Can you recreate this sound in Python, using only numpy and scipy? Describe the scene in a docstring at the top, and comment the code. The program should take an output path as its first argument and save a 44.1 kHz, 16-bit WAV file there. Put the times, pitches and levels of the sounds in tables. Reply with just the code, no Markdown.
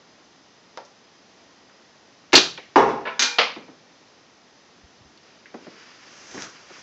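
"""A homemade coilgun fires on a workbench in a small, hard room, heard over a steady microphone hiss.
First a plastic switch clicks. Then the coils kick the bench and the steel slug leaves with a crack.
It booms against a wooden panel, glances off furniture, rings on the floor and bounces to rest.
Last, the small mono camera is picked up, with soft bumps, knocks, ticks and a rustle of hand and sleeve.
Each hard blow is a burst of noise plus a few ringing tones; each rustle is a soft, fluttering hiss."""
import sys
import numpy as np
from scipy import signal
from scipy.fft import rfft, irfft, next_fast_len
from scipy.io import wavfile

SR = 44100
rng = np.random.default_rng(int(sys.argv[2]) if len(sys.argv) > 2 else 0)


def digitize_waveform(pressure):
    """Quantize a signal to 16-bit integers and store it at the path in sys.argv[1].

    Rows of a 2-D input are taken as channels; values are limited to [-1, 1].
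    """
    field = np.atleast_2d(pressure).T
    bounded = np.clip(field, -1, 1)
    quanta = np.round(bounded * 32767).astype(np.int16)
    wavfile.write(sys.argv[1], SR, quanta)


N = 300762
TIME_S = np.arange(N) / SR
AGE_S = np.arange(SR) / SR  # time since a blow


def undb(db):
    """Turn decibels into a number to multiply by."""
    return 10 ** (np.asarray(db) / 20)


def value_at(points, hz):
    """Read between (pitch_hz, value) points, spacing octaves evenly."""
    pitches, values = np.transpose(points)
    return np.interp(np.log(np.maximum(hz, 1)), np.log(pitches), values)


def unit(x):
    """Scale a sound to an average strength (rms) of 1."""
    return x / np.sqrt(np.mean(x ** 2))


def unit_attack(x):
    """Scale a blow to a strength of 1 over its first 30 ms."""
    return x / np.sqrt(np.mean(x[AGE_S < .03] ** 2))


def tint(x, colour):
    """Give a sound a colour: turn each pitch up or down by a list of (pitch_hz, gain_db)."""
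    size = next_fast_len(len(x) // 2 + 1) * 2
    gain = undb(value_at(colour, np.fft.rfftfreq(size, 1 / SR)))
    cepstrum = np.fft.irfft(np.log(gain))
    # fold the filter so that it rings only after a blow, never before
    cepstrum[1:size // 2] *= 2
    cepstrum[size // 2 + 1:] = 0
    return irfft(rfft(x, size) * np.exp(rfft(cepstrum)), size)[:len(x)]


def wander(rate_hz):
    """A random line that drifts around zero, mostly between -1 and 1."""
    points = rng.standard_normal(int(N / SR * rate_hz) + 2)
    return np.interp(TIME_S * rate_hz, np.arange(len(points)), points)


def add(track, start_s, sound):
    """Mix a sound into the track."""
    start = int(start_s * SR)
    track[start:start + len(sound)] += sound[:N - start]


# how long the room echoes: pitch_hz, fade_s (a fade is the time to drop by 60 dB)
ROOM_FADES = [(60, 0.93), (250, 0.4), (900, 0.41), (2000, 0.42), (4000, 0.41), (7500, 0.38)]
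def burst(colour, fade_s, room_db, linger=1):
    """A struck thing gives a puff of noise; the room carries it on. Linger scales the echo's length."""
    hz = np.fft.rfftfreq(len(AGE_S), 1 / SR)
    edges_hz = [0, 180, 360, 600, 1000, 1600, 2500, 4000, 6000, 10000]
    spectrum = rfft(rng.standard_normal(len(AGE_S)))
    direct = undb(-60 * AGE_S / fade_s)
    out = 0
    for low, high in zip(edges_hz, edges_hz[1:]):
        echo_s = linger * value_at(ROOM_FADES, (low + high) / 2)
        echo = undb(room_db - 60 * AGE_S / echo_s)
        band = irfft(spectrum * ((hz >= low) & (hz < high)), len(AGE_S))
        out += unit_attack(band * np.hypot(direct, echo)) * np.sqrt(high - low)
    return unit_attack(tint(out, colour))


def ring(tones, sustain):
    """An object's own tones, in a new mix at each blow. Sustain scales their fade times."""
    out = 0
    for hz, level_db, fade_s in tones:
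        chance_db, direction = rng.standard_normal(2)
        swell = 1 - np.exp(-AGE_S * hz / 3)  # builds over about three cycles
        fade = undb(-60 * AGE_S / (sustain * fade_s))
        wave = np.sign(direction) * np.sin(2 * np.pi * hz * AGE_S)
        out += undb(level_db + chance_db) * swell * fade * wave
    return unit_attack(out)


def blows(hits, colour, tones, fade_s, room_db, linger, ring_db, ripple_db, sustain=1):
    """Hard blows on one object: each is a burst of noise plus ringing tones."""
    # every object has its own fine pattern of stronger and weaker pitches
    hz = np.arange(500, 9000, 55)
    ripple = np.column_stack([hz, ripple_db * rng.standard_normal(len(hz)) * (hz > hz[0])])
    out = np.zeros(N)
    for start_s, level_db in hits:
        noise = unit_attack(tint(burst(colour, fade_s, room_db, linger), ripple))
        ringing = undb(ring_db) * ring(tones, sustain)
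        add(out, start_s, undb(level_db) * unit_attack(noise + ringing))
    return out


def tap(pitch_hz, width_octaves, fade_s, room_db):
    """A light touch makes a burst of noise around one pitch."""
    hz = np.geomspace(20, 10000, 60)
    hump_db = -48 * np.log10(1 + (np.log2(hz / pitch_hz) / (2 * width_octaves)) ** 2)
    treble_loss_db = 44 * np.maximum(np.log2(hz / 6240), 0)  # the microphone dulls the highs
    return burst(np.column_stack([hz, hump_db - treble_loss_db]), fade_s, room_db)


def rustle(speed, colour, jitter_db, flutter_db):
    """A soft, fluttering hiss of rubbing, louder when the rubbing is faster."""
    noise = rng.standard_normal(N) * undb(jitter_db * rng.exponential(size=N))
    return unit(tint(noise, colour)) * speed * undb(flutter_db * wander(60))


# colour of the hiss: pitch_hz, gain_db
HISS_COLOUR = [(25, -23), (54, -15), (170, -2.5), (243, 0), (400, -2), (826, -4), (1400, -8), (2500, -10.5),
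               (4200, -11), (6100, -12.5), (7000, -19.5), (7600, -29.5), (9000, -45)]
# faint whines in the hiss: pitch_hz, width_hz, level_db
HISS_WHINES = [(1880, 55, -70.5), (4980, 23, -70), (5310, 60, -75), (6094, 50, -75), (6174, 57, -79.5)]
def background():
    """Even microphone hiss over a faint rush of the room, with a thin whine in it."""
    out = unit(tint(rng.standard_normal(N), HISS_COLOUR)) * undb(-54.5 + 0.35 * wander(5))
    for hz, width_hz, level_db in HISS_WHINES:
        narrow_band = signal.iirpeak(hz, hz / width_hz, fs=SR)
        out += undb(level_db) * unit(signal.lfilter(*narrow_band, rng.standard_normal(N)))
    return out


# soft bumps on the camera: start_s, level_db
FINGER_BUMPS = [(4.835, -51.5), (5.005, -55), (5.046, -57)]
def bumps():
    """Fingers thud on the camera, always at the same low pitch."""
    out = np.zeros(N)
    for start_s, level_db in FINGER_BUMPS:
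        thud = tap(pitch_hz=85, width_octaves=0.72, fade_s=0.081, room_db=-25)
        add(out, start_s, undb(level_db) * thud)
    return out


# slides of the hand: start_s, length_s, level_db
HAND_SLIDES = [(5.197, .1, -58), (5.46, 0.43, -51.5), (5.898, 0.27, -54.5), (6.516, 0.062, -49),
               (6.663, 0.091, -53)]
# colour of the rubbing: pitch_hz, gain_db
HAND_COLOUR = [(60, -23.5), (250, -4), (900, -3), (1400, 3.5), (2050, 2.5), (2900, 0.5), (3500, -5),
               (4300, -6), (4780, 1.5), (5700, -5), (6400, -8), (7200, -14.5), (8000, -32)]
def hand(rise_share=0.7, release_s=0.16):
    """A hand slides along the camera and its cable: it gathers speed, holds it and lets go."""
    speed = 0
    for start_s, length_s, level_db in HAND_SLIDES:
        rise = np.clip((TIME_S - start_s) / (rise_share * length_s), 0, 1)
        release = np.exp(-np.maximum(TIME_S - start_s - length_s, 0) / release_s)
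        speed += undb(level_db) * rise * release
    return rustle(speed, HAND_COLOUR, jitter_db=0, flutter_db=1.5)


# a sleeve swishing past: peak_s, level_db
SLEEVE_SWISHES = [(6.438, -38), (6.82, -48.5)]
# colour of the cloth: pitch_hz, gain_db
SLEEVE_COLOUR = [(60, -9.5), (280, 2), (700, -3.5), (1700, 0.5), (2600, -4.5), (4300, -7), (5600, 0.5),
                 (6400, -0.5), (7200, -12), (8000, -18.5)]
def sleeve(rise_db_per_s=46.5, fall_db_per_s=202):
    """A swish swells slowly as the cloth comes near, then stops quickly."""
    speed = 0
    for peak_s, level_db in SLEEVE_SWISHES:
        drop_db = np.maximum(rise_db_per_s * (peak_s - TIME_S), fall_db_per_s * (TIME_S - peak_s))
        speed += undb(level_db - drop_db)
    return rustle(speed, SLEEVE_COLOUR, jitter_db=0.7, flutter_db=1.2)


# small sharp ticks: start_s, level_db, pitch_hz, fade_s
SMALL_TICKS = [(.849, -57.5, 5760, 0.092), (1.695, -58, 1400, .04), (2.323, -40, 2500, 0.026),
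               (2.576, -39.5, 2450, 0.045), (5.175, -58, 4160, .03), (5.457, -49, 1950, .08),
               (6.377, -41, 1790, 0.085), (6.4221, -39.5, 4750, 0.0022), (6.459, -49, 1320, 0.22)]
def ticks(usual_fade_s=0.08):
    """Metal and plastic tick. The longer a tick rings, the purer it is and the more it echoes."""
    out = np.zeros(N)
    for start_s, level_db, hz, fade_s in SMALL_TICKS:
        stretch = fade_s / usual_fade_s
        width_octaves = 0.36 / stretch ** 0.51
        room_db = -11 + 10 * np.log10(stretch)
        add(out, start_s, undb(level_db) * tap(hz, width_octaves, fade_s, room_db))
    return out


# the slug settling and things nudged on the bench: start_s, level_db, pitch_hz, room_db
WOOD_KNOCKS = [(2.577, -43.5, 480, -20), (3.5617, -39.5, 295, -7.5), (3.6812, -47.5, 290, -5),
               (5.542, -39, 307, -10), (5.668, -43, 306, -10.5), (6.344, -41.5, 264, -8),
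               (6.372, -39.5, 250, -16), (6.702, -49.5, 400, -18)]
def knocks(body_delay_s=0.005):
    """Each knock is a bright touch, then the deeper body of the wood answers."""
    out = np.zeros(N)
    for start_s, level_db, hz, room_db in WOOD_KNOCKS:
        touch = tap(hz * 1.88, width_octaves=0.91, fade_s=0.073, room_db=room_db)
        body = tap(hz, width_octaves=0.53, fade_s=0.09, room_db=room_db)
        add(out, start_s, undb(level_db - 3) * touch)
        add(out, start_s + body_delay_s, undb(level_db) * body)
    return out


# the switch pressed and snapping home: start_s, level_db
CLICKS = [(.7735, -37), (.7795, -44.5)]
# colour of a click: pitch_hz, gain_db
CLICK_COLOUR = [(60, -38), (250, -19), (550, -3.5), (1000, 1.5), (1400, -6), (2000, -15.5), (3300, -20),
                (4900, -15), (6500, -26), (8000, -44)]
# tones of the switch's case: pitch_hz, level_db, fade_s
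CASE_TONES = [(811, -8, .15), (940, 10, 0.15), (1023, -2, .2), (1187, -7, .25), (1360, -5, 0.41)]
def switch():
    """A plastic switch clicks twice, very fast, and its case rings."""
    return blows(CLICKS, CLICK_COLOUR, CASE_TONES,
                 fade_s=0.01, room_db=-21.5, linger=0.71, ring_db=-11, ripple_db=0.5)


# the slug bouncing on the floor: start_s, level_db
BOUNCES = [(3.1935, -18), (3.221, -17.5)]
# colour of a bounce: pitch_hz, gain_db
BOUNCE_COLOUR = [(60, -53), (150, -35), (245, -9), (390, -16.5), (485, -13.5), (620, -18), (850, -8.5),
                 (1100, -10), (1450, -3), (2300, -5.5), (2800, -6.5), (3850, -0.5), (4700, -4.5),
                 (6200, -4), (7600, -19), (9000, -25)]
# tones of the steel slug: pitch_hz, level_db, fade_s
SLUG_TONES = [(482, -12.5, 1), (827, -10, 1), (938, -10, 1), (1458, -3.5, .5), (1797, -4.5, 0.88),
              (2150, -12.5, .45), (2360, -0.5, 1), (2420, 0.5, 0.78), (3007, 0, 0.25), (3800, -8, 0.24),
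              (3794, -12, 0.42), (3670, 1.5, 0.42), (4720, -0.5, .35), (5160, -8, 0.31), (5460, 2, 0.24),
              (5800, 7, 0.12), (6070, -15, .3), (6439, 10, 0.14)]
def slug_bounces():
    """The steel slug clinks off the hard floor and fills the room with echo."""
    return blows(BOUNCES, BOUNCE_COLOUR, SLUG_TONES,
                 fade_s=0.08, room_db=9.5, linger=0.83, ring_db=-5, ripple_db=1.5, sustain=0.85)


# the slug landing flat: start_s, level_db
LANDINGS = [(3.3845, -14), (3.415, -23.5)]
# colour of a landing: pitch_hz, gain_db
LANDING_COLOUR = [(59, -58), (100, -41), (235, -7.5), (356, -16.5), (460, -0.5), (532, 0), (593, -1),
                  (968, -1.5), (1250, 1.5), (1610, -5.5), (2150, 1), (3390, -4), (4870, -8), (7000, -26.5),
                  (7670, -45.5), (9970, -77), (16900, -120)]
# tones of the slug against the floor: pitch_hz, level_db, fade_s
FLOOR_TONES = [(470.6, 10.5, 0.19), (735, 1, 0.2), (1060, -14, 0.26), (1273, 2, 0.17), (2190, -5, 0.41),
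               (2182, -6, 0.49), (2490, 1, 0.3), (3000, -18, .3), (3340, 9.5, .2), (3200, 6.5, 0.27),
               (4467, 0, 0.26), (4940, -4, .25)]
def slug_lands():
    """The slug clacks down flat; staying against the floor cuts its ringing short."""
    return blows(LANDINGS, LANDING_COLOUR, FLOOR_TONES,
                 fade_s=0.14, room_db=-3, linger=0.92, ring_db=-6.5, ripple_db=0.5, sustain=0.69)


# the slug hitting the panel, then the furniture: start_s, level_db
PANEL_HITS = [(2.7585, -9), (2.889, -25), (2.928, -45)]
FURNITURE_HITS = [(3.053, -30), (3.071, -29)]
# colour of each kind of hit: pitch_hz, gain_db
PANEL_COLOUR = [(40, -68), (100, -29), (190, -12.5), (270, -1), (370, 1.5), (560, -5), (700, -0.5),
                (900, 0), (1100, -0.5), (1350, -8.5), (2300, -15.5), (3200, -25.5), (6000, -29.5),
                (7600, -46.5)]
FURNITURE_COLOUR = [(80, -34), (220, -12.5), (350, -10.5), (620, 5), (800, -11.5), (1030, 11), (1200, -15),
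                    (1450, 0.5), (2500, -10), (3800, -18.5), (5000, -27.5), (7000, -53)]
# tones of the wood: pitch_hz, level_db, fade_s
WOOD_TONES = [(64.5, -18.5, 0.64), (144, -16.5, 0.71), (233, -17, 0.94), (354, -2, 0.13), (397, -1.5, 0.77),
              (449, -0.5, 0.64), (518, -3, 0.52), (684, -10, 0.74), (760, -19.5, 0.7), (807, -5.5, 0.82),
              (943, -1, 0.76), (970, -6, 0.28), (1059, 2.5, .36), (1060, 8, 0.23), (1850, -9, .3),
              (2210, -18, 0.63)]
def slug_hits_wood():
    """The slug booms on a panel and glances off furniture, far across the room, so the echo is strong."""
    boom = blows(PANEL_HITS, PANEL_COLOUR, WOOD_TONES,
                 fade_s=0.059, room_db=1, linger=1.13, ring_db=-6.5, ripple_db=3)
    glance = blows(FURNITURE_HITS, FURNITURE_COLOUR, WOOD_TONES,
                   fade_s=0.22, room_db=2, linger=0.84, ring_db=-23.5, ripple_db=4.5)
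    return boom + glance


# coils jolting the gun, and steel striking steel as the slug leaves: start_s, level_db
COIL_KICKS = [(2.3312, -16.5), (2.3372, -13.5), (2.342, -15), (2.3765, -17.5)]
STEEL_CRACKS = [(2.3298, -24.5), (2.3372, -22.5), (2.3528, -6.5), (2.358, -17)]
# colour of a kick and of a crack: pitch_hz, gain_db
COIL_COLOUR = [(40, -52), (120, -22.5), (220, -17), (330, 0.5), (430, 0), (560, -9.5), (780, -7.5),
               (1000, -14), (1500, -14), (2200, -9.5), (3500, -22), (6500, -24.5), (8000, -45.5)]
STEEL_COLOUR = [(60, -29.5), (300, -4), (700, -12), (1500, -3.5), (2200, -13), (2800, -3), (4400, 2),
                (5300, -5), (6500, -7), (8000, -22)]
# tones of the bench and of the barrel: pitch_hz, level_db, fade_s
BENCH_TONES = [(380, 0.5, .2), (454, -8.5, 0.18), (183.5, -16.5, 0.27), (262, -11, 0.23)]
BARREL_TONES = [(2446, 3, 0.26), (2720, -0.5, 0.23), (3450, 0.5, 0.2), (3505, -1.5, 0.17),
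                (3670, -1.5, 0.16), (3980, -4, 0.29), (4260, -15, 0.2014), (4360, 4.5, 0.22),
                (4220, -1.5, .2), (4760, 0, .22), (4800, -3.5, 0.31), (5310, -4.5, .24), (5800, -1.5, .25),
                (5826, -9.5, .22)]
def gun():
    """The coils thump the bench one after another as the slug cracks out of the barrel."""
    thump = blows(COIL_KICKS, COIL_COLOUR, BENCH_TONES,
                  fade_s=0.039, room_db=-20.5, linger=0.75, ring_db=-11, ripple_db=2)
    crack = blows(STEEL_CRACKS, STEEL_COLOUR, BARREL_TONES,
                  fade_s=0.09, room_db=-8, linger=0.86, ring_db=-9, ripple_db=0)
    return thump + crack


def scene():
    """Everything reaches one microphone, so left and right are the same."""
    shot = gun() + slug_hits_wood() + slug_bounces() + slug_lands()
    mono = shot + switch() + knocks() + ticks() + bumps() + hand() + sleeve() + background()
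    return np.array([mono, mono])


def record(dry, lowest_hz=45, highest_hz=7600):
    """The camera overloads on the loudest blows and loses the deep bass and the high treble."""
    clipped = np.clip(dry, -.8, .8)
    bass_cut = signal.butter(2, lowest_hz, "highpass", fs=SR, output="sos")
    treble_cut = signal.cheby1(12, .1, highest_hz, fs=SR, output="sos")
    return signal.sosfilt(treble_cut, signal.sosfilt(bass_cut, clipped))


dry = scene()
out = record(dry)
digitize_waveform(out)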